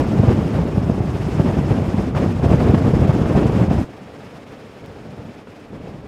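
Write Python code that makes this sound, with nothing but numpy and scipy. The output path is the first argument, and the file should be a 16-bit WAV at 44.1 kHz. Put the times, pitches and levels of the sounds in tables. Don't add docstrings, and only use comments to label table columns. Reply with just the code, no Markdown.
import sys
import numpy as np
from scipy import signal
from scipy.fft import rfft, irfft, next_fast_len
from scipy.io import wavfile
from scipy.ndimage import uniform_filter1d

SR = 44100
rng = np.random.default_rng(int(sys.argv[2]) if len(sys.argv) > 2 else 0)


def volts(x):
    e = np.asarray(x, float) / 20
    return 10 ** e


def wav_out(sig):
    wavfile.write(sys.argv[1], SR, np.round(np.clip(np.atleast_2d(sig).T, -1, 1) * 32767).astype(np.int16))


N = 267990
FFT = next_fast_len(N)

# time in seconds, level in dB.
EXPOSED_WIND = [
    (0, -18),
    (.25, -16),
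    (.45, -17),
    (1.3, -21.5),
    (1.38, -18.5),
    (2.1, -19),
    (2.4, -18),
    (2.45, -13),
    (3.7, -15),
    (3.84, -20.5),
]
SHELTERED_WIND = [
    (3.88, -42.5),
    (4.81, -49.5),
    (4.82, -43.5),
    (5.29, -40),
    (5.32, -47),
    (5.64, -49),
    (5.72, -35),
    (6.07, -38.5),
]


def level(x, db):
    return x * volts(db) / np.sqrt(np.mean(x ** 2))


def walk(rate):
    hold = int(SR / rate)
    steps = np.repeat(rng.standard_normal(N // hold + 1), hold)
    steps = uniform_filter1d(uniform_filter1d(steps, hold), hold)[:N]
    return level(steps - uniform_filter1d(steps, 5 * hold), 0)


def band(spectrum, hz, octaves):
    away = np.log2(np.fft.rfftfreq(FFT, 1 / SR)[1:] / hz) / octaves
    weight = np.cos(np.pi / 2 * np.clip(away, -1, 1)) ** 2
    return irfft(spectrum * np.r_[0, weight], FFT)[:N]


def bumps(events, second_flank):
    t = np.arange(0, N, 32) / SR
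    out = np.zeros(len(t))
    for crest, db, length in events:
        flank = length * np.where(t < crest, 1, second_flank)
        out += db * np.exp(-((t - crest) / flank) ** 2)
    return np.interp(np.arange(N) / SR, t, out)


def drones():
    # resonance in Hz, bandwidth in Hz, level in dB.
    whistles = [
        (446, 26, -53.5),
        (266, 30, -55),
    ]
    out = np.zeros(N)
    for hz, width, db in whistles:
        peak = signal.iirpeak(hz, hz / width, fs=SR)
        out += level(signal.lfilter(*peak, rng.standard_normal(N)), db)
    return out * volts(1.2 * walk(6))


def tick():
    start_s, peak_db, decay_s = 4.8613, -29.5, 0.00025
    since = np.arange(N) - int(start_s * SR)
    return volts(peak_db) * (since >= 0) * np.exp(-np.maximum(since, 0) / (decay_s * SR))


def swells(wind, wash, inside):
    # crest in seconds, lift in dB, length in seconds.
    gusts = [(0.0, 8, 0.034), (0.19, 1, 0.014), (0.305, 7.5, 0.042), (0.59, 4.5, 0.049), (0.9, 0.5, 0.012),
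             (1.4, 4, 0.019), (1.48, 5.5, 0.036), (1.58, 4.5, 0.015), (1.74, 6, 0.055), (2.0, 3.5, 0.019),
             (2.165, 7.5, 0.06), (2.23, 5, 0.023), (2.45, 2, 0.025), (2.53, 5.5, 0.022), (2.61, 1.5, 0.015),
             (2.69, 5, 0.026), (2.75, 9.5, 0.0087), (2.87, 3, .03), (3.04, 3.5, 0.047), (3.105, 6.5, 0.013),
             (3.39, 6, 0.047), (3.62, 3.5, 0.043), (3.72, 1, 0.031), (4.53, 2.5, .03), (4.85, 2, 0.015),
             (5.28, 0.5, 0.036), (5.4, 3, .03), (5.74, 0, 0.027), (5.87, 5, 0.018), (6.06, 2, .02)]
    # deepest point in seconds, depth in dB, length in seconds.
    lulls = [(0.66, -2.5, 0.044), (1.33, 2, 0.015), (2.14, -11, 0.048), (2.41, -4, 0.094),
             (2.73, -3.5, 0.018), (2.81, -1, 0.035), (3.07, -5.5, 0.015), (3.69, -6, 0.039),
             (4.46, -5, 0.018), (5.46, -5, 0.046), (5.71, -4.5, 0.041), (5.81, -4, 0.026), (6.04, -4, .04)]
    # throb, rumble, roar, rush, hiss in dB per dB.
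    wash_follow = (.01, .01, 0.14, 0.62, 0.75)
    gust_follow = (0.43, .6, 1.03, 0.6, 0.3)
    lull_follow = (.2, 0.53, 0.88, 0.84, 1.03)
    t = np.arange(N) / SR
    curve, wind_follow = wind
    wind_db = np.interp(t, *np.transpose(curve))
    wash_db = np.interp(t, *np.transpose(wash))
    controls = [wind_db, wash_db, bumps(gusts, 0.91), bumps(lulls, 0.27)]
    follow = np.transpose([wind_follow, wash_follow, gust_follow, lull_follow])
    gains = volts(follow @ controls)
    return np.log(gains / np.sqrt(np.mean(gains[:, inside] ** 2, axis=1, keepdims=True)))


def air(wind, wash, colour, total_db, inside, eddy_db, flutter_db):
    gust_hz = (40, 120, 480, 1900, 7500)
    # frequency in Hz, width in Hz, lift in dB.
    housing = [
        (2620, 97, 0.5),
        (5270, 420, 2.5),
        (5830, 210, -1.5),
        (8500, 490, 0),
        (12100, 1000, 3),
    ]
    swell = swells(wind, wash, inside)
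    hz, colour_db = np.transpose(colour)
    freq = np.fft.rfftfreq(FFT, 1 / SR) + 1
    housing_db = sum(lift * np.exp(-((freq - f) / width) ** 2) for f, width, lift in housing)
    response_db = np.interp(np.log(freq), np.log(hz), colour_db) + housing_db
    spectrum = rfft(rng.standard_normal(FFT)) * volts(response_db)
    eddies, flutter = walk(70), walk(62)
    out = np.zeros(N)
    for centre in 22 * 2 ** np.arange(0, 10, .5):
        place = np.interp(np.log(centre), np.log(gust_hz), np.arange(len(gust_hz)))
        low = min(int(place), len(gust_hz) - 2)
        share = place - low
        gust = np.exp((1 - share) * swell[low] + share * swell[low + 1])
        near = 1 / (1 + centre / 1500)
        shake = eddy_db * near * (eddies + 0.61 * walk(35))
        shimmer = flutter_db * (1 - near) * (flutter + 1.47 * walk(60))
        out += band(spectrum, centre, 0.533) * gust * volts(shake + shimmer)
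    return out * volts(total_db) / np.sqrt(np.mean(out[inside] ** 2))


def rips():
    # start in seconds, peak in dB.
    fronts = np.array([(0.29, -9), (0.945, -20), (1.349, -23), (1.666, -24), (1.689, -30), (2.148, -10.5),
                       (2.442, -26), (2.601, -8.5), (2.743, -9.5), (3.256, -17), (3.375, -8.5),
                       (3.713, -38), (5.252, -34), (5.471, -27.5)])
    lift_db, rise_s, fall_s = -8, 0.0026, 0.0049
    tear_band = signal.butter(2, (450, 1300), "band", fs=SR, output="sos")
    tear = level(signal.sosfilt(tear_band, rng.standard_normal(N)), 0)
    since = np.arange(N) / SR - fronts[:, :1]
    shape = np.clip(since / rise_s, 0, 1) * np.exp(-np.maximum(since, 0) / fall_s)
    return tear * (volts(fronts[:, 1] + lift_db) @ shape)


def small_eddies():
    gap_s, over_wind_db, scatter_db = .1, 8.5, 1.5
    middle_hz, spread_octaves = 224, 0.61
    slots = np.arange(gap_s / 2, N / SR - gap_s, gap_s)
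    late, size, pitch = rng.uniform(-1.1, 1, (len(slots), 3)).T
    crest = slots + late * gap_s / 2
    wind_db = np.interp(crest, *np.transpose(list(EXPOSED_WIND) + list(SHELTERED_WIND)))
    peak_db = wind_db + over_wind_db + scatter_db * size
    return list(zip(crest, peak_db, middle_hz * 2 ** (spread_octaves * pitch)))


def thumps():
    # crest in seconds, peak in dB, pitch in Hz.
    open_eddies = [(0.199, 2.5, 141), (0.237, -1, 183), (0.286, 0, 110), (0.391, -4, 183),
                   (0.592, -5.5, 124), (0.78, -2, 142), (0.899, 0.5, 174), (1.006, -6.5, 114),
                   (1.401, -0.5, 136), (1.465, -4, 155), (1.54, -6.5, 178), (1.719, -7, 96),
                   (1.786, -5, 179), (1.945, -5, 203), (2.164, -1.5, 131), (2.236, -16, 140),
                   (2.263, -3.5, 179), (2.464, -3.5, 107), (2.545, -6.5, 135), (2.698, 0, 123),
                   (2.741, 1.5, 195), (2.881, -1.5, 177), (2.939, -1, 157), (3.022, -5, 117),
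                   (3.096, 1.5, 153), (3.217, -3.5, 120), (3.355, -2.5, 122), (3.459, 1, 119),
                   (3.614, -4, 132), (3.713, -1, 188)]
    # crest in seconds, peak in dB,
    # pitch in Hz.
    later_eddies = [(3.787, -7.7, 85), (3.815, -8.5, 213), (4.841, -26.5, 115), (4.882, -26, 166),
                    (5.024, -33, 161), (5.091, -24.5, 135), (5.193, -23.5, 96), (5.255, -22, 156),
                    (5.296, -26, 184), (5.484, -28, 260), (5.733, -19, 101), (5.875, -29, 320),
                    (5.946, -24, 172)]
    cycles, tail, lift_db = 0.59, 1.23, -3
    out = np.zeros(N + SR)
    slaps = list(open_eddies) + list(later_eddies) + small_eddies()
    phases = rng.uniform(0, 2 * np.pi, len(slaps))
    dull = signal.butter(4, 700, fs=SR, output="sos")
    puff = level(signal.sosfilt(dull, rng.standard_normal(N + SR)), -14)
    for (crest, db, hz), phase in zip(slaps, phases):
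        middle = int(crest * SR)
        reach = min(int(4 * SR / hz), middle)
        turns = np.arange(-reach, reach) * hz / SR
        shape = np.exp(-(turns / np.where(turns < 0, cycles, cycles * tail)) ** 2)
        at = slice(middle - reach, middle + reach)
        out[at] += volts(db + lift_db) * shape * (np.cos(2 * np.pi * turns + phase) + puff[at])
    return signal.sosfilt(signal.butter(2, 55, "high", fs=SR, output="sos"), out[:N])


def scene():
    # frequency in Hz, spectral level in dB per Hz.
    exposed_air = [(22, -45), (52, -7), (90, -2), (180, -3), (300, -7.5), (420, -12), (700, -18.5),
                   (1700, -33), (2800, -38), (4000, -45.5), (6000, -49), (9000, -55.5), (13500, -66.5),
                   (15700, -70)]
    sheltered_air = [(22, -30), (52, -7.5), (100, -1.5), (290, -2.5), (350, -8), (430, -5), (600, -8.5),
                     (1000, -17), (2600, -24.5), (4000, -32), (6000, -37.5), (9000, -44), (13500, -54),
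                     (15700, -55)]
    # time in seconds, level in dB.
    exposed_wash = [
        (0, -48),
        (.5, -48.5),
        (.7, -51),
        (1.0, -52),
        (1.25, -47),
        (1.75, -49.5),
        (2.05, -48.5),
        (2.6, -46),
        (2.9, -48),
        (3.84, -47),
    ]
    sheltered_wash = [
        (3.85, -59),
        (4.05, -60),
        (4.25, -57),
        (4.7, -60),
        (5.74, -61),
        (6.08, -62.5),
    ]
    exposed_wind = (EXPOSED_WIND, (.9, 0.67, 0.85, 0.36, 0.061))
    sheltered_wind = (SHELTERED_WIND, (1, 0.73, 0.37, 0.03, .01))
    cut_s, fade_s, splice_s = 3.845, .03, .0012
    t = np.arange(N) / SR
    before = t < cut_s
    exposed = air(exposed_wind, exposed_wash, exposed_air, -17, before, eddy_db=1.44, flutter_db=1.0)
    sheltered = air(sheltered_wind, sheltered_wash, sheltered_air, -37, ~before, eddy_db=1.0, flutter_db=0.91)
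    fade = np.clip(.5 + (cut_s - t) / fade_s, 0, 1)
    splice = np.clip((t - cut_s) / splice_s, 0, 1)
    slaps = thumps() * np.clip(np.abs(t - cut_s) / fade_s, 0, 1)
    open_deck = exposed * fade * (1 - splice)
    shelter = (sheltered + drones()) * splice
    mix = open_deck + slaps + rips() + tick() + shelter
    return mix[None]


def band_limit(x):
    return signal.sosfilt(signal.butter(12, 15750, fs=SR, output="sos"), x)


def record(dry):
    overload = .75
    x = dry / overload
    flat = overload * x / (1 + np.abs(x) ** 8) ** (1 / 8)
    return band_limit(flat)


dry = scene()
out = record(dry)
wav_out(out)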